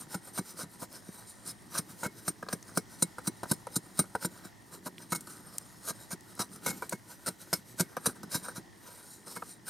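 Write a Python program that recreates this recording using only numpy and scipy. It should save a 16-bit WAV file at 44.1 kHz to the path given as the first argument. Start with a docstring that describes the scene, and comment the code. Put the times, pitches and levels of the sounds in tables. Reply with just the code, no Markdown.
"""The sharpened edge of a steel spade shaves a dry stick in quick strokes, heard close by outdoors.
Throughout, low rumble, hiss and a faint buzz (shaped noise) lie under the edge's friction on the wood.
After a few quick bites and a lull, a run of strokes peaks near 3 s: tearing fibres (grainy noise) ring
the modes of blade and stick, bites jolt the stick on its log, and taps of the blade strike it.
After sparser strokes a loud crack (click and noise) falls near 5.6 s, then a second run, then a last bite."""
import sys
import numpy as np
from scipy import signal
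from scipy.fft import rfft, irfft
from scipy.io import wavfile
from scipy.ndimage import uniform_filter1d

SR = 44100
rng = np.random.default_rng(int(sys.argv[2]) if len(sys.argv) > 2 else 0)


def unload_wav(signal):
    """Save mono or channel-first audio to the path in sys.argv[1] as 16-bit WAV at rate SR, clipped to [-1, 1]."""
    wavfile.write(
        sys.argv[1],
        SR,
        np.round(np.clip(np.atleast_2d(signal).T, -1, 1) * 32767).astype(np.int16),
    )


N = 427329


def undb(db):
    """Level definition: amplitude ratio = 10^(level / 20)."""
    return 10 ** (np.asarray(db) / 20)


def unit(x):
    """Normalisation to an rms of 1."""
    return x / np.sqrt(np.mean(x ** 2))


def noise():
    """White noise: equal mean power at all frequencies."""
    return rng.standard_normal(N)


def over_time(t_s, value):
    """Linear interpolation of a value in time."""
    return np.interp(np.arange(N) / SR, t_s, value)


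def along(points, hz):
    """Interpolation of (f/Hz, value) points on a logarithmic frequency axis."""
    at, value = np.transpose(points)
    return np.interp(np.log(hz + 1), np.log(at), value)


def walk(rate):
    """Slow random modulation: levels held 1 / rate s and slewed twice; spread near 1."""
    step = 32  # samples per coarse value
    k = int(SR / rate / step)
    held = np.repeat(rng.standard_normal(N // (step * k) + 2), k)
    slewed = uniform_filter1d(uniform_filter1d(held, k), k)
    return 1.3 * np.interp(np.arange(N) / step, np.arange(len(slewed)), slewed)


def high_pass(x, cut_hz):
    """Second-order high-pass: attenuation grows below the cut-off."""
    return signal.sosfilt(signal.butter(2, cut_hz, "high", fs=SR, output="sos"), x)


def tint(x, points):
    """Spectral shaping by (f/Hz, level/dB) points; white noise keeps its level."""
    return irfft(rfft(x) * unit(undb(along(points, np.fft.rfftfreq(N, 1 / SR)))), N)


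def ring(force, modes, wander_db=0, wander_rate=1):
    """Modal superposition: the contact point moves, so each mode gets a wandering share of the force."""
    out = 0
    for k, (hz, width, db) in enumerate(modes):
        pole = np.exp((2j * np.pi * hz - np.pi * width) / SR)
        gain = (-1) ** k * undb(db) * np.sqrt(width)
        drive = force * undb(wander_db * np.tanh(walk(wander_rate)))
        out = out + signal.lfilter([gain], [1, -pole], drive).imag
    # rms near 1 for a steady white force of rms 1
    return out / np.sqrt(SR / (4 * np.pi) * np.sum(undb(np.array(modes)[:, 2]) ** 2))


def grit(spread_db, grain_s):
    """Granular excitation: dense tearing as noise in equal grains of uneven loudness."""
    k = max(int(grain_s * SR), 1)
    grain_db = spread_db * np.minimum(rng.exponential(size=N // k + 1), 3.5)
    return unit(np.repeat(undb(grain_db), k)[:N] * noise())


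def bursts(at_s, db, rise_s, hold_s, t60_s):
    """Exponential growth and decay: each burst rises, holds while the edge cuts and dies away."""
    out = np.zeros(N + SR)
    t = np.arange(SR // 4) / SR
    for s, d, rise, hold, t60 in np.broadcast(at_s, db, rise_s, hold_s, t60_s):
        i = int(s * SR)
        decay = undb(d - 60 * np.maximum(t - hold, 0) / max(t60, .005))
        out[i:i + len(t)] += decay * (1 - np.exp(-t / max(rise, 1e-4)))
    return out[:N]


def pushes(at_s, db, contact_s):
    """Impact mechanics: a single blow is a smooth force pulse lasting the contact time."""
    out = np.zeros(N)
    out[(np.asarray(at_s) * SR).astype(int)] = undb(db)
    pulse = np.hanning(int(contact_s * SR) + 2) / np.sqrt(contact_s * SR)
    return signal.lfilter(pulse, 1, out)


# spectrum of the outdoor air: f/Hz, relative density level/dB
AIR = [(18, -45), (30, -15), (91, -11), (115, 0), (146, -13), (332, -13), (388, -24), (904, -14),
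       (1570, -30), (1840, -14), (2340, -31), (5440, -28), (15200, -40), (16500, -47)]
# left-right likeness of the air: f/Hz, correlation (-1 to 1)
AIR_ALIKE = [(30, 0.1), (60, 0.34), (200, 0.067), (400, 0.033), (1300, 0.1), (2400, 0.59), (8000, 1),
             (15000, 0.1)]
AIR_DB = -57.5  # level about which the air swells


def air():
    """Partial coherence: rumble and hiss as independent sum and difference noises, swelling a little."""
    hz = np.fft.rfftfreq(N, 1 / SR)
    alike = np.clip(along(AIR_ALIKE, hz), -1, 1)
    spectrum = undb(along(AIR, hz))
    mid = irfft(rfft(noise()) * spectrum * np.sqrt(1 + alike), N)
    side = irfft(rfft(noise()) * spectrum * np.sqrt(1 - alike), N)
    return unit(np.array([mid + side, mid - side])) * undb(AIR_DB + 1.1 * walk(3.))


# bands of the buzz: f/Hz, width/Hz, level/dB, place in cycle (0-1)
BUZZ = [(1900, 250, -73, .40), (3200, 300, -78, .12), (5800, 1200, -81, .12)]
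BUZZ_HZ = 59.94


def buzz():
    """Periodic excitation: resonant bands tick once a cycle, every other cycle stronger."""
    out = 0
    for hz, width, db, place in BUZZ:
        cycle = np.arange(N) * BUZZ_HZ / SR - place
        decay = np.exp(-(cycle % 1) / 0.028)  # time constant in cycles
        puff = decay * undb(3.4 * (cycle // 1 % 2)) * noise()
        out = out + undb(db) * unit(ring(puff, [(hz, width, 0)]))
    return out


# single fibres snapping: t/s, peak level/dB, centre f/Hz, T60 of the after-cracks/s
SNAPS = [(1.622, -46, 9000, .01), (1.741, -47, 5000, 0.018), (2.487, -31.5, 4520, 0.031),
         (2.627, -37.5, 6460, 0.014), (4.982, -32.5, 2840, 0.0071), (5.208, -34, 8750, 0.035),
         (5.583, -14.5, 8300, 0.0095), (6.208, -41.5, 8000, 0.015), (6.352, -39, 10000, .01),
         (6.894, -24.5, 8700, 0.024), (.718, -46, 13000, .01), (.928, -35, 12000, .01)]


def snaps():
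    """Impulsive fracture: a dry click and decaying after-crackle pass a wide band."""
    out = np.zeros(N)
    t = np.arange(SR // 20) / SR
    for s, db, hz, t60_s in SNAPS:
        force = (t == 0) + 0.84 * rng.standard_normal(len(t)) * undb(-60 * t / t60_s)
        edges = [hz / 1.2, min(hz * 1.14, 19000)]
        click = signal.sosfilt(signal.butter(1, edges, "band", fs=SR, output="sos"), force)
        i = int(s * SR)
        out[i:i + len(t)] += undb(db) * click / np.max(np.abs(click))
    return out


# the edge is this far down one rise before and one fall after its peak; roundness 1 pointed, 2 round
SLIDE_RISE_DB, SLIDE_FALL_S, SLIDE_ROUND = 23.5, 0.047, 1.65


def strokes(at_s, rise_s, db):
    """Amplitude envelope of a stroke: each slide swells, rounds over and stops."""
    out = np.zeros(N + 2 * SR)
    t = np.arange(-SR // 2, SR // 2) / SR
    for s, rise, d in zip(at_s, rise_s, db):
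        i = int(s * SR) + SR // 2
        from_peak = np.where(t < 0, -t / rise, t / SLIDE_FALL_S)
        out[i:i + SR] += undb(d - SLIDE_RISE_DB * from_peak ** SLIDE_ROUND)
    return out[SR:SR + N]


# edge resting on the wood between strokes: t/s, relative blade level/dB, relative low shudder level/dB
REST = [(0, -69, -60), (.9, -72, -59.5), (1.35, -58, -62.5), (1.65, -62.5, -58.5), (2.4, -62, -57),
        (3.4, -60, -58), (4.4, -58.5, -57), (4.55, -68, -63), (4.7, -60, -58), (4.8, -70, -54),
        (5.2, -56, -54), (5.4, -56, -55), (5.7, -56, -60), (6.2, -71.5, -59), (6.72, -60.5, -51),
        (7, -62.5, -62.5), (7.9, -62, -57), (8.5, -72, -53.5), (8.7, -71, -60.5), (8.95, -49.5, -62),
        (9.2, -60.5, -57), (9.38, -54, -55), (9.69, -72, -59.5)]
# edge sliding down and back: peak t/s, rise/s, relative blade level/dB, relative stick level/dB
SLIDES = [(0.01, .05, -45, -50), (0.137, 0.049, -39.5, -45.5), (0.276, .08, -50, -54),
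          (0.366, 0.038, -40.5, -48), (0.502, 0.094, -44, -54), (0.601, 0.045, -36.5, -42),
          (0.738, 0.064, -54.5, -62), (0.82, 0.038, -41.5, -52), (0.958, 0.064, -43, -47),
          (1.207, 0.26, -51, -55), (1.301, 0.047, -48, -82), (1.476, 0.035, -41, -50),
          (1.763, 0.057, -34.5, -38), (1.902, 0.026, -52, -55.5), (2.031, 0.076, -43.5, -52),
          (2.199, 0.07, -55, -63), (2.279, 0.035, -43.5, -51), (2.522, .04, -45, -47.5),
          (2.678, 0.024, -53, -60), (2.772, 0.033, -41.5, -53), (2.936, 0.064, -51, -60),
          (3.024, 0.044, -44, -62), (3.263, 0.033, -46, -54), (3.51, 0.043, -42.5, -50),
          (3.757, 0.044, -44, -54), (3.865, 0.031, -63, -60), (3.991, 0.028, -34, -42.5),
          (4.228, 0.025, -36.5, -45), (4.37, 0.052, -55, -56), (4.45, 0.034, -53, -54.5),
          (4.741, 0.032, -44, -46.5), (4.853, 0.025, -46, -50), (5.021, 0.061, -51.5, -56),
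          (5.12, 0.024, -41, -69), (5.3, 0.026, -48, -50), (5.37, 0.1, -61, -66), (5.543, 0.091, -56, -60),
          (5.873, 0.058, -40, -49), (6.028, 0.12, -51.5, -58.5), (6.11, 0.046, -48, -57),
          (6.31, 0.11, -55.5, -62), (6.423, 0.086, -45.5, -51), (6.532, 0.029, -51.5, -60),
          (6.658, 0.035, -43, -43), (6.846, 0.36, -53.5, -55), (6.921, 0.025, -46, -57),
          (7.118, 0.043, -49.5, -53), (7.288, 0.087, -55, -53), (7.419, 0.034, -51, -62.5),
          (7.551, 0.08, -45, -54), (7.708, 0.051, -55, -70), (7.798, 0.029, -36, -42),
          (7.915, .04, -60.5, -56), (8.082, 0.082, -39.5, -41.5), (8.159, 0.015, -55, -54),
          (8.329, 0.031, -34, -39.5), (8.367, .04, -42.5, -55), (8.444, 0.03, -45, -47.5),
          (8.501, 0.09, -51, -53), (8.562, 0.022, -41, -50), (8.88, 0.068, -58, -50),
          (9.149, 0.1, -53, -90), (9.277, 0.018, -44, -49.5), (9.321, 0.03, -44.5, -68),
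          (9.52, 0.11, -48, -66), (9.685, 0.03, -37.5, -43.5)]
REST_STICK_DB, SLIDE_SHUDDER_DB = -4, -13.5  # stick against blade at rest; shudder against stick in a slide


def friction():
    """Stick-slip friction: the edge catches and slips, loading blade, stick and low shudder together."""
    t_s, rest_db, tremor_db = np.transpose(REST)
    peak_s, rise_s, edge_db, rub_db = np.transpose(SLIDES)
    catch = undb(1.5 * walk(60.))
    rest = undb(over_time(t_s, rest_db))
    tremor = undb(over_time(t_s, tremor_db))
    drag = strokes(peak_s, rise_s, rub_db)
    slide = catch * (rest + strokes(peak_s, rise_s, edge_db))
    rub = catch * (rest * undb(REST_STICK_DB) + drag)
    shudder = catch * (tremor + drag * undb(SLIDE_SHUDDER_DB))
    return slide, rub, shudder


# modes of the stick: f/Hz, width/Hz, relative level/dB
STICK = [(437, 29, -10), (494, 72, -3), (626, 220, -2.5), (772, 72, -5), (969, 54, -4.5), (1231, 130, 0.5),
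         (1450, 246, 2), (1596.5, 108, 1), (1030, 3600, -1.5), (2300, 99, -12)]
# modes of the stick on its log: f/Hz, width/Hz, relative level/dB
JOLT = [(120, 120, -7.5), (179.4, 53.5, 6.5), (349, 109, 3.5)]


def stick(wood, low):
    """Modal radiation: the stick's own modes and its low modes on the log; thin, so no deep bass."""
    body = ring(wood, STICK, wander_db=4, wander_rate=7.8)
    body = body + ring(low, JOLT, wander_db=1.5, wander_rate=5.3)
    return high_pass(body, 75)


# modes of the steel plate: f/Hz, width/Hz, relative level/dB
BLADE = [(3833, 100, -4), (4007, 52, -4), (4680, 50, -25), (5145, 58, -1.5), (5570, 200, -5),
         (5947, 85, -2.5), (6730, 240, -3), (7220, 72, -2.5), (7890, 220, -4.5), (8530, 140, -4),
         (8826, 53, 5.5), (9400, 66, -6), (10600, 490, -0.5), (10810, 75, -4), (11400, 100, -3),
         (12070, 81, -7), (13000, 92, -6), (14850, 280, -7.5)]
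# broad tearing of fibres: f/Hz, relative density level/dB
FIBRES = [(1800, -24), (2600, -39), (3500, -14), (4200, 5), (7000, -4.5), (9200, 11.5), (10500, 2.5),
          (12500, -25)]
# finest splitting: f/Hz, relative density level/dB
SIZZLE = [(9500, 1), (11000, -12.5), (12500, 10.5), (14000, 0), (15300, -3), (16500, -34)]


def blade(stroke, fine):
    """Forced plate vibration: grainy tearing excites steel modes beneath the hiss of splitting fibres."""
    steel = ring(stroke * grit(spread_db=-1.4, grain_s=.0004), BLADE, wander_db=7, wander_rate=15.)
    steel = high_pass(steel, 3500)  # the plate radiates little below its modes
    tearing = tint(stroke * grit(spread_db=3.5, grain_s=0.0012), FIBRES)
    sizzle = tint(fine * grit(spread_db=1.5, grain_s=0.0009), SIZZLE)
    return undb(-7.0) * steel + undb(-7.5) * tearing + sizzle


# edge biting into the grain: t/s, then relative level/dB of blade, stick, singing mode and jolt,
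# then rise/s, hold/s, jolt lag/s
BITES = [(0.143, -34.5, -39, -44, -32, 0.00049, 0.0063, 0.0053),
         (0.375, -36, -34.5, -59, -25.5, 0.00066, 0.018, 0.014),
         (0.619, -50, -54, -61, -36.5, 0.00029, 0.021, 0.013),
         (0.818, -47, -46, -65, -37.5, 0.00068, 0.021, .0027),
         (1.471, -40, -71, -69, -46, 0.0089, 0.043, 0), (1.773, -28, -38, -53, -31.5, 0.0043, 0.017, 0.016),
         (2.031, -38, -33.5, -47, -30.5, 0.00088, 0.035, .028),
         (2.278, -28, -35, -56, -30, 0.00028, 0.0067, 0.00098),
         (2.527, -24.5, -34, -58, -28.5, .0011, 0.0041, 0.0051),
         (2.7721, -22, -30.5, -46, -23.5, 0.00029, 0.004, 0.00017),
         (3.0221, -13.5, -30, -38, -22.5, 0.0015, 0.003, 0),
         (3.27, -21.5, -32, -52, -25.5, 0.003, 0.0075, 0.0041),
         (3.5121, -19.5, -29.5, -59, -21, .0013, 0.0065, 0),
         (3.532, -37, -56, -62, -57, 0.0015, 0.0034, 0.018),
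         (3.756, -24, -37, -70, -26, 0.0024, 0.011, 0.0073),
         (3.991, -20.5, -29, -40.5, -20.5, 0.00021, 0.0058, 0),
         (4.247, -28.5, -38, -51, -28, 0.00033, 0.0098, .0004),
         (4.857, -36, -36, -66, -34.5, 0.0044, 0.019, 0.004),
         (5.1202, -30, -29.5, -46, -29, 0.00078, 0.011, 0),
         (5.147, -33, -42, -56, -37, 0.00096, 0.017, .0079),
         (5.871, -32, -38, -65, -39.5, .011, 0.037, 0.031),
         (6.104, -35, -36.5, -60, -33.5, 0.0097, 0.031, 0.025),
         (6.391, -30.5, -34.5, -57, -31.5, 0.00182, 0.031, .0044),
         (6.661, -26.5, -30, -38.5, -33.5, 0.00065, 0.0072, 0.006),
         (6.675, -34.5, -39, -43, -35, .0012, 0.037, 0.021),
         (6.9217, -31.5, -31.5, -37.5, -32.5, 0.0036, 0.0059, 0.011),
         (7.259, -29.5, -32, -59, -31.5, 0.0072, 0.029, 0.024),
         (7.5293, -20.5, -28.5, -45.5, -31, 0.000053, 0.0089, 0),
         (7.796, -24.5, -34.5, -48, -21.5, 0.00026, 0.016, .0049),
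         (8.057, -21.5, -28, -64, -27.5, 0.0012, 0.011, 0.013),
         (8.3436, -28.5, -37, -53, -27.5, 0.00031, 0.015, 0.0047),
         (8.558, -45.5, -43.5, -63, -33, 0.0019, 0.02, 0.019),
         (9.353, -39, -39.5, -52, -42, 0.0058, 0.021, 0.014)]
# blade tapping the stick: t/s, then relative level/dB of stick, blade and jolt
TAPS = [(0.067, -52, -66, -48), (0.275, -42.5, -55, -58), (.31, -58, -68, -50), (.538, -54, -71, -46),
        (2.464, -42, -69, -49), (2.714, -61, -66, -47), (3.215, -60, -60, -51), (3.455, -37, -63, -43),
        (6.559, -45, -48, -46), (1.083, -56, -57, -36.5), (2.426, -30, -47, -41), (2.485, -29.5, -61, -59),
        (3.183, -26, -42, -44), (3.432, -22.5, -36, -39), (3.669, -28, -44, -54), (4.039, -40, -58, -50),
        (4.151, -17.5, -35.5, -39), (4.448, -45, -47, -39), (5.271, -43, -42, -53), (6.822, -23, -42, -48),
        (7.967, -23, -33.5, -40), (7.472, -57, -67, -49), (7.737, -57, -67, -46), (8.272, -52, -60, -46),
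        (8.231, -34.5, -38, -37), (8.483, -29, -42, -53), (9.421, -32.5, -53, -46)]
# the blade's lightly damped low mode: f/Hz, width/Hz, relative level/dB
SING = [(2179, 18.5, 0)]
# finest splitting as the work moves along the stick: t/s, relative level/dB
SIZZLE_LEVEL = [(0, 2.5), (1.8, -2.5), (2.6, 1), (3.1, -0.5), (3.6, -4.5), (4.5, -2), (6.2, 2), (7.2, 4),
                (8.2, -1), (9.69, -1)]
BITE_T60_S = 0.029
SIZZLE_DB, SIZZLE_PER_DB = -44.5, 0.87  # sizzle drive of a -28 dB bite, and its growth with the bite
ROCK_DB, ROCK_T60_S = -15.5, 0.03  # the stick rocks on after a jolt


def shaving():
    """Source-resonator coupling: slides, bites and taps all drive blade and stick."""
    slide, rub, shudder = friction()
    at, bite_db, wood_db, sing_db, jolt_db, rise_s, hold_s, lag_s = np.transpose(BITES)
    tap, tap_db, ping_db, thud_db = np.transpose(TAPS)

    def bite(db):
        """Transient cutting force: one burst for each bite."""
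        return bursts(at, db, rise_s, hold_s, BITE_T60_S)

    light = slide + bursts(tap, ping_db, 0.00014, 0, 0.035)
    steel = light + bite(bite_db)
    fine = light * undb(-11.5 + 2.82 * walk(6.))
    fine = fine + bite(SIZZLE_DB + SIZZLE_PER_DB * (bite_db + 28))
    fine = fine * undb(over_time(*np.transpose(SIZZLE_LEVEL)))
    sing = bite(sing_db) * noise()

    chatter = bursts(tap, tap_db - 6.0, 0.00038, 0, 0.049)  # the blade rattles on after a tap
    wood = (rub + chatter + bite(wood_db)) * grit(spread_db=4.0, grain_s=.001)
    wood = wood + pushes(tap, tap_db + 13.0, contact_s=0.00057)
    # the bite also knocks the stick, less the slower it rises
    wood = wood + pushes(at + rise_s, wood_db + 23.5 - 3000 * rise_s, contact_s=0.00045)

    rock = bursts(at + lag_s, jolt_db + ROCK_DB, 0.0016, 0.024, ROCK_T60_S)
    low = (shudder + rock) * noise()
    # the stick is jolted when the curl breaks free
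    low = low + pushes(at + lag_s, jolt_db + 12.0, contact_s=0.0037)
    low = low + pushes(tap + 0.00553, thud_db + 15.5, contact_s=0.00058)
    return blade(steel, fine) + ring(sing, SING) + stick(wood, low)


# difference between the two microphone ports: f/Hz, relative side-to-mid level/dB
PORTS = [(60, -10), (110, -21), (200, -16), (380, -9), (700, -11), (1290, -18), (2380, -21), (4400, -27),
         (8120, -25), (11000, -13), (15000, -8)]


def scene():
    """Superposition at two ports: a quadrature side signal, strongest in bass, low mids and top treble,
    wavers quickly in level."""
    near = shaving() + snaps() + buzz()
    side_gain = undb(along(PORTS, np.fft.rfftfreq(N, 1 / SR)))
    side = irfft(1j * rfft(near) * side_gain, N) * (0.79 + .6 * walk(30.))
    return near + side * np.array([[1], [-1]]) + air()


LOW_CUT_HZ, TOP_HZ = 45, 16300


def record(dry):
    """Band limitation: the pickup cuts the deep bass and the top."""
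    dry = high_pass(dry, LOW_CUT_HZ)
    return signal.sosfilt(signal.ellip(12, .2, 90, TOP_HZ, fs=SR, output="sos"), dry)


dry = scene()
out = record(dry)
unload_wav(out)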